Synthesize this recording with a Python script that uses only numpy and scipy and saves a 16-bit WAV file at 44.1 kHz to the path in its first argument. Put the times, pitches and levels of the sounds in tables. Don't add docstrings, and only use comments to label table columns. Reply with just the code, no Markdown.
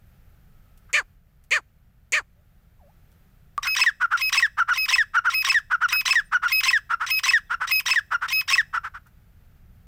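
import sys
import numpy as np
from scipy import signal
from scipy.fft import rfft, irfft, next_fast_len
from scipy.io import wavfile
from scipy.ndimage import uniform_filter1d, minimum_filter1d, map_coordinates

SR = 44100
rng = np.random.default_rng(int(sys.argv[2]) if len(sys.argv) > 2 else 0)


def unload_audio(sound):
    columns = np.transpose(np.atleast_2d(sound))
    steps = np.round(np.clip(columns, -1, 1) * 32767)
    wavfile.write(sys.argv[1], SR, steps.astype(np.int16))


N = 435266
TOP_HZ = 15900
SLACK_HZ = 1052

WHISTLE = dict(hz=2554, entry_hz=2091, sag_hz=0, db=-22.5, entry_db=-1, sag_db=.5,
               attack_s=.012, hold_s=.076, release_s=.02, collapse_s=.013,
               catch_db=-27, rasp_db=-52.5, break_db=-28.5, fade_db=28)
YELP = dict(hz=2619, entry_hz=2097, sag_hz=25, db=-16, entry_db=-6.5, sag_db=2.5,
            attack_s=.012, hold_s=.015, release_s=.039, collapse_s=.011,
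            catch_db=-25.5, rasp_db=-40.5, break_db=-29.5, fade_db=8.5)
SLUR = dict(hz=1965, entry_hz=1760, sag_hz=324, db=-14.5, entry_db=-13.5, sag_db=4,
            attack_s=.0041, hold_s=.037, release_s=.017, collapse_s=.018,
            catch_db=-27, rasp_db=-50, break_db=-39, fade_db=16.5)
SLUR_LAG_S = .049
WHISTLE_OVERTONES = [-6.5, -35.5, -26, -11, -6.5]
YELP_OVERTONES = [-5, -20.5, -32.5, -43.5, -34.5]
SLUR_OVERTONES = [-20, -25.5, -36.5, -42.5]
# (whistle time [s], whistle gain [dB], yelp time [s], slur stretch [ratio])
PHRASES = [(3.676, -1.5, 3.815, 0.83), (4.219, -1, 4.377, .92), (4.78, -1, 4.935, 1.03),
           (5.345, 0, 5.497, 1.05), (5.932, 1, 6.108, 1.1), (6.526, 1.5, 6.684, 1.08),
           (7.111, 0.5, 7.287, 1.07), (7.719, 1.5, 7.912, .8), (8.329, 0.5, 8.533, .75)]


def phrases():
    out = np.zeros(N)
    stretches = np.linspace(.96, 1.05, len(PHRASES))
    for (whistle_s, whistle_db, yelp_s, slur_stretch), stretch in zip(PHRASES, stretches):
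        overtones = WHISTLE_OVERTONES + .5 * (whistle_db - 4) * np.arange(len(WHISTLE_OVERTONES))
        add(out, *squeak(whistle_s, stretch=.85, db=-8.5))
        add(out, *held_note(whistle_s + .00047, WHISTLE, overtones, jitter=.038, split_db=-27.5,
                            stretch=stretch, db=whistle_db))
        add(out, *squeak(yelp_s, stretch=.95, db=.5))
        add(out, *held_note(yelp_s + .0011, YELP, YELP_OVERTONES, jitter=.1, split_db=-41.5))
        add(out, *held_note(yelp_s + SLUR_LAG_S, SLUR, SLUR_OVERTONES, jitter=.064, split_db=-44,
                            stretch=slur_stretch))
    return out


def held_note(s, kind, overtones, jitter, split_db, stretch=1, db=0):
    lock_s, break_s = .0027, .0017
    attack, hold, release = kind["attack_s"], kind["hold_s"], kind["release_s"]
    t = np.arange(-attack, hold + release, 1 / (SR * stretch))
    loose, sag = ramp(-t, lock_s), ramp(t, hold)
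    broken, dying = ramp(t - hold, break_s), ramp(t - hold, release)
    hz = kind["hz"] - kind["sag_hz"] * sag
    hz = hz + (kind["entry_hz"] - hz) * loose + (SLACK_HZ - hz) * ramp(t - hold, kind["collapse_s"])
    onset_db = db - 25 * ramp(-t, attack) ** 4
    tone_db = kind["db"] + kind["entry_db"] * loose - kind["sag_db"] * sag - 3 * broken - 28 * dying
    rasp_db = kind["rasp_db"] * (1 - loose - broken)
    rasp_db += kind["catch_db"] * loose + kind["break_db"] * broken
    rasp_db -= kind["fade_db"] * ramp(t - hold - break_s, release - break_s)
    edge_db = .5 - 11 * loose - 5 * broken
    sound = syrinx(hz, onset_db + tone_db, edge_db, onset_db + rasp_db, overtones, jitter, split_db)
    return s - attack * stretch, sound


SQUEAK_OVERTONES = [0.98, 0.39, -18.5]


def squeak(s, stretch, db):
    length_s, arch_s, top_hz = .053, .026, 1958
    t = np.arange(-.008, length_s + .004, 1 / (SR * stretch))
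    tension = 1 - ramp(abs(2 * t - arch_s), arch_s) ** 3
    level_db = db + envelope(t, .0014, length_s - .006, attack_s=.011, release_s=.0083, sag_db=2)
    hz = (SLACK_HZ + (top_hz - SLACK_HZ) * tension) * (1 + .02 * wobble(len(t), 70))
    tone_db = level_db - 28.5 + 1.5 * tension
    edge_db = 5 * tension - 5.5
    rasp_db = level_db - 26 - 7 * tension ** 6
    sound = syrinx(hz, tone_db, edge_db, rasp_db, SQUEAK_OVERTONES, jitter=.068)
    return s + (t[0] - length_s) * stretch, sound


# (frequency [Hz], gain [dB])
RASP_EQ = [(300, -39.5), (700, -38), (1050, -3.5), (1450, -8.5), (2100, 2.5), (3100, 5), (4200, -11.5),
           (5300, 0), (6700, -10.5), (8300, -8.5), (11000, -23.5), (14500, -16), (16000, -24.5)]


def syrinx(hz, tone_db, edge_db, rasp_db, overtones, jitter, split_db=-44):
    size = len(hz)
    chaos = 1 / (1 + amp(tone_db - rasp_db) ** 2)
    drift = .0034 * wobble(size, 30)
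    shake = .03 * wobble(size, 150) + jitter * wobble(size, 1500)
    phase = turning(hz * (1 + drift + chaos * shake))
    voiced = tone(phase, overtones, amp(edge_db + .21 * wobble(size, 27)))
    rasp = noise(size, RASP_EQ) * (1 + .27 * np.cos(phase / 2))
    rasp *= amp(3.1 * wobble(size, 500))
    halves = amp(split_db) * sum(wobble(size, 40) * np.sin((k + .5) * phase) for k in range(4))
    return amp(wobble(size, 90)) * (amp(tone_db) * (voiced + halves) + amp(rasp_db) * rasp)


# (time [s], clucks [count], first level [dB], step per cluck [dB])
CLUCK_BOUTS = [(0.891, 1, -51.5, 0), (3.643, 1, -28.5, 0), (4.0, 2, -20, 0), (4.57, 2, -19.5, 0),
               (5.135, 2, -18.5, -1.5), (5.7, 2, -20, 0.1), (5.914, 1, -26.5, 0), (6.314, 2, -19, -2),
               (6.893, 2, -21.5, -1), (7.496, 2, -22, -0.4), (8.106, 2, -21, -1.85), (8.729, 3, -22, -6.5),
               (9.059, 1, -56, 0)]


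def clucks(gap_s=.105):
    out = np.zeros(N)
    for s, count, db, step_db in CLUCK_BOUTS:
        for k in range(count):
            add(out, s + k * gap_s, cluck(db + k * step_db))
    return out


# (centre [Hz], width [Hz], gain [dB])
CLUCK_THROAT = [(1390, 432, 28.5), (3030, 810, -28), (5900, 760, -33)]
CLUCK_OVERTONES = [-22, -39.5, -27.5]


def cluck(db):
    low_hz, arch_hz = 306.6, 188.1
    end_hz, sag_hz_per_s = 1350, 7000
    length_s = .055 * amp(.2 * (db + 21))
    pure_s = .027 * ramp(db + 23, 3)
    t = np.arange(int(1.2 * length_s * SR)) / SR
    size = len(t)
    swell_db = .5 + envelope(t, .35 * length_s, .95 * length_s, attack_s=.026, release_s=.016, sag_db=6)
    hz = low_hz + arch_hz * np.sin(np.pi * t / t[-1])
    hz *= 1 + .035 * wobble(size, 80) + .05 * wobble(size, 700)
    gate = np.minimum(ramp(t - length_s + pure_s, .002), ramp(length_s + .003 - t, .006))
    locked = np.sin(np.pi / 2 * gate) ** 2 * ramp(pure_s, .0087)
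    rough = (1 - .7 * locked) * (buzz(hz, CLUCK_THROAT, order=20) + amp(-21) * noise(size, RASP_EQ))
    pure_hz = end_hz + sag_hz_per_s * (length_s - t)
    pure_hz *= 1 + .012 * wobble(size, 48) + .0072 * wobble(size, 1300)
    clean = tone(turning(pure_hz), CLUCK_OVERTONES, amp(-4 + 4.6 * wobble(size, 88)))
    return amp(db) * (amp(swell_db) * rough + amp(2.5) * locked * clean)


def clipped_cluck(hz=1170):
    t = np.arange(SR // 25) / SR
    return amp(-16.5) * np.cos(2 * np.pi * hz * t) / (1 + (t / .0098) ** 4)


# (centre [Hz], width [Hz], gain [dB])
CHIP_BEAK = [(590, 810, -29.5), (1394, 400, -16.5), (4500, 430, -16.5), (6740, 1100, -20.5)]
# (time [s], level [dB], onset snap gain [dB])
CHIPS = [(0.93, -16.5, -3.5), (1.508, -16.5, -13), (2.122, -17.5, -0.5)]


def chips():
    out = np.zeros(N)
    full_s, end_s, release_s = .015, .058, .042
    t = np.arange(int((end_s + release_s) * SR)) / SR
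    rate_hz = arch(t, top=645, at_s=.04, width_s=.06)
    throat_hz = arch(t, top=2280, at_s=.013, width_s=.087)
    crack = arch(t, top=.52, at_s=.042, width_s=.0059)
    level_db = envelope(t, full_s, end_s, attack_s=.024, release_s=release_s, sag_db=3) - 5 * crack
    dark_db = 7 * ramp(t - end_s, release_s)
    beak = [(centre, width, db - dark_db * (centre > throat_hz)) for centre, width, db in CHIP_BEAK]
    hiss_eq = [(1000, -13.5), (5700, -10.5), (6600, 0), (8500, -1.5), (11000, -19)]
    for s, db, snap_db in CHIPS:
        hz = rate_hz * (1 + .026 * wobble(len(t), 60) + .2 * (.15 + crack) * wobble(len(t), 900))
        voice = buzz(hz, [(throat_hz, 680, 0)] + beak)
        growl = amp(level_db / 2 - 22.5) * np.sin(turning(hz))
        hiss = amp(level_db / 2 - 28.5 - dark_db) * noise(len(t), hiss_eq)
        snap = amp(snap_db - 8 - 60 * t / .07) * buzz(hz, [(6900, 1700, 7.5), (12400, 5500, -21.5)])
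        add(out, s, amp(db) * (amp(level_db) * voice + growl + hiss + snap))
    return out


def buzz(hz, throat, order=36):
    k = np.arange(1, order + 1)[:, None]
    f = k * uniform_filter1d(hz, size=64)
    gain = 0
    for i, (centre, width, db) in enumerate(throat):
        band = 1j * f * width / (centre ** 2 - f ** 2 + 1j * f * width)
        gain += (-1) ** i * amp(db) * band ** 2 * (f < TOP_HZ)
    power = uniform_filter1d(np.sum(abs(gain) ** 2, axis=0) / 2, size=400)
    return np.sum(gain * np.exp(1j * k * turning(hz)), axis=0).real / np.sqrt(power)


def murmur(low_hz=560, fall_hz=562, fall_s=.067):
    t = np.arange(SR // 7) / SR
    hz = low_hz + fall_hz * (1 - t / fall_s) ** 2
    hz *= 1 + .054 * wobble(len(t), 328)
    db = -60.5 + envelope(t, .025, .11, attack_s=.05, release_s=.03, sag_db=0)
    return amp(db) * tone(turning(hz), [-21])


# (frequency [Hz], time to fall 60 dB [s])
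BUSH_DECAY = [(300, .2), (1700, 0.41), (5000, 0.53), (14000, 0.99)]


def outdoors(x, near_db, far_db):
    hz, t, spectrum = signal.stft(rng.standard_normal(SR // 2), SR, nperseg=256)
    far = signal.istft(spectrum * amp(-60 * t / along(BUSH_DECAY, hz)[:, None]), SR, nperseg=256)[1]
    near = rng.standard_normal(len(far)) * amp(-60 * np.arange(len(far)) / SR / .11)
    impulse = amp(near_db) * near / np.linalg.norm(near) + amp(far_db) * far / np.linalg.norm(far)
    return signal.fftconvolve(x, np.pad(impulse, (SR // 300, 0)))[:N]


# (time [s], rough peak level [dB])
GRASS_TICKS = [(0.7749, -53), (1.4393, -54.5), (3.117, -55.5), (9.0679, -54.5)]


def grass():
    out, t = np.zeros(N), np.arange(SR // 12) / SR
    for s, db in GRASS_TICKS:
        crackle = noise(len(t), [(1000, -3), (8000, 2)]) * amp(2.6 * wobble(len(t), 400))
        add(out, s, amp(db - 7 - 60 * t / .09) * crackle)
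    return out


# (time [s], length [s], first pitch [Hz], last pitch [Hz], level [dB])
FAR_NOTES = [(0.381, 0.67, 1286, 1300, -77), (2.354, .065, 562, 650, -71), (6.243, 0.047, 8800, 8700, -63),
             (7.46, .038, 3700, 2900, -67)]


def far_birds():
    out = np.zeros(N)
    for s, length, first_hz, last_hz, db in FAR_NOTES:
        progress = np.linspace(0, 1, int(length * SR))
        hz = first_hz + (last_hz - first_hz) * progress ** 2
        hz *= 1 + .0073 * wobble(len(hz), 120)
        add(out, s, amp(db) * np.sin(np.pi * progress) * tone(turning(hz), []))
    return out


# (frequency [Hz], gain [dB])
HUM_EQ = [(12, -29.5), (20, 6), (70, 1), (173, -6.5), (307, -27.5), (400, -34), (520, -62), (880, -120)]
HISS_EQ = [(180, -36), (300, -3), (762, -2.5), (1010, -11), (1320, -3), (4300, -17), (9390, -21.5),
           (15000, -11), (16000, -27.5)]
# (time [s], hum level [dB], hiss level [dB])
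AMBIENCE_FADERS = [(0, -53, -67.5), (.85, -53, -67), (1.2, -57, -72.5), (2.3, -56, -72), (3.2, -53, -67),
                   (3.9, -56, -72), (8.9, -54, -68.5), (9.87, -50, -68.5)]


def field_ambience():
    t = np.arange(N) / SR
    times, hum_db, hiss_db = np.transpose(AMBIENCE_FADERS)
    hum = amp(np.interp(t, times, hum_db) + .46 * wobble(N, 4.2)) * noise(N, HUM_EQ)
    hiss = amp(np.interp(t, times, hiss_db) + .53 * wobble(N, 10)) * noise(N, HISS_EQ)
    return hum + hiss


def amp(db):
    return 10 ** (np.asarray(db) / 20)


def along(points, hz):
    f, values = np.transpose(points)
    return np.interp(np.log(hz + 1), np.log(f + 1), values)


def wobble(size, rate):
    return map_coordinates(rng.standard_normal(int(size * rate / SR) + 4), [np.arange(size) * rate / SR])


def noise(size, eq):
    padded = next_fast_len(size + 2048)
    gain = amp(along(eq, np.fft.rfftfreq(padded, 1 / SR)))
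    x = irfft(rfft(rng.standard_normal(padded)) * gain, padded)[:size]
    return x / np.sqrt(np.mean(x ** 2) + 1e-20)


def add(out, s, x):
    i = round(s * SR)
    out[i:i + len(x)] += x[:len(out) - i]


def turning(hz):
    return 2 * np.pi * np.cumsum(hz) / SR


def tone(phase, overtones, edge=1):
    upper = sum(amp(db) * np.sin(k * phase) for k, db in enumerate(overtones, 2))
    return np.sqrt(2) * (np.sin(phase) + edge * upper)


def ramp(x, length):
    return np.clip(x / length, 0, 1)


def arch(t, top, at_s, width_s):
    return top * np.exp(-((t - at_s) / width_s) ** 2)


def envelope(t, start, end, attack_s, release_s, sag_db):
    outside = ramp(start - t, attack_s) + ramp(t - end, release_s)
    return -40 * outside ** 1.5 - sag_db * ramp(t - start, end - start)


def scene():
    run = phrases() + clucks()
    add(run, 3.579, clipped_cluck())
    opening = chips()
    add(opening, 2.79, murmur())
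    scatter = outdoors(run, near_db=-17, far_db=-30) + outdoors(opening, near_db=-30, far_db=-46)
    return (run + opening + scatter + grass() + far_birds() + field_ambience())[None]


def record(dry):
    needed_gain = np.minimum(1, amp(-7) / (abs(dry) + 1e-9))
    limited = dry * uniform_filter1d(minimum_filter1d(needed_gain, size=130), size=130)
    bent = limited + .017 * limited ** 2
    padded = next_fast_len(N + SR // 2)
    passband = np.fft.rfftfreq(padded, 1 / SR) < TOP_HZ
    return irfft(rfft(bent, padded) * passband, padded)[..., :N]


dry = scene()
out = record(dry)
unload_audio(out)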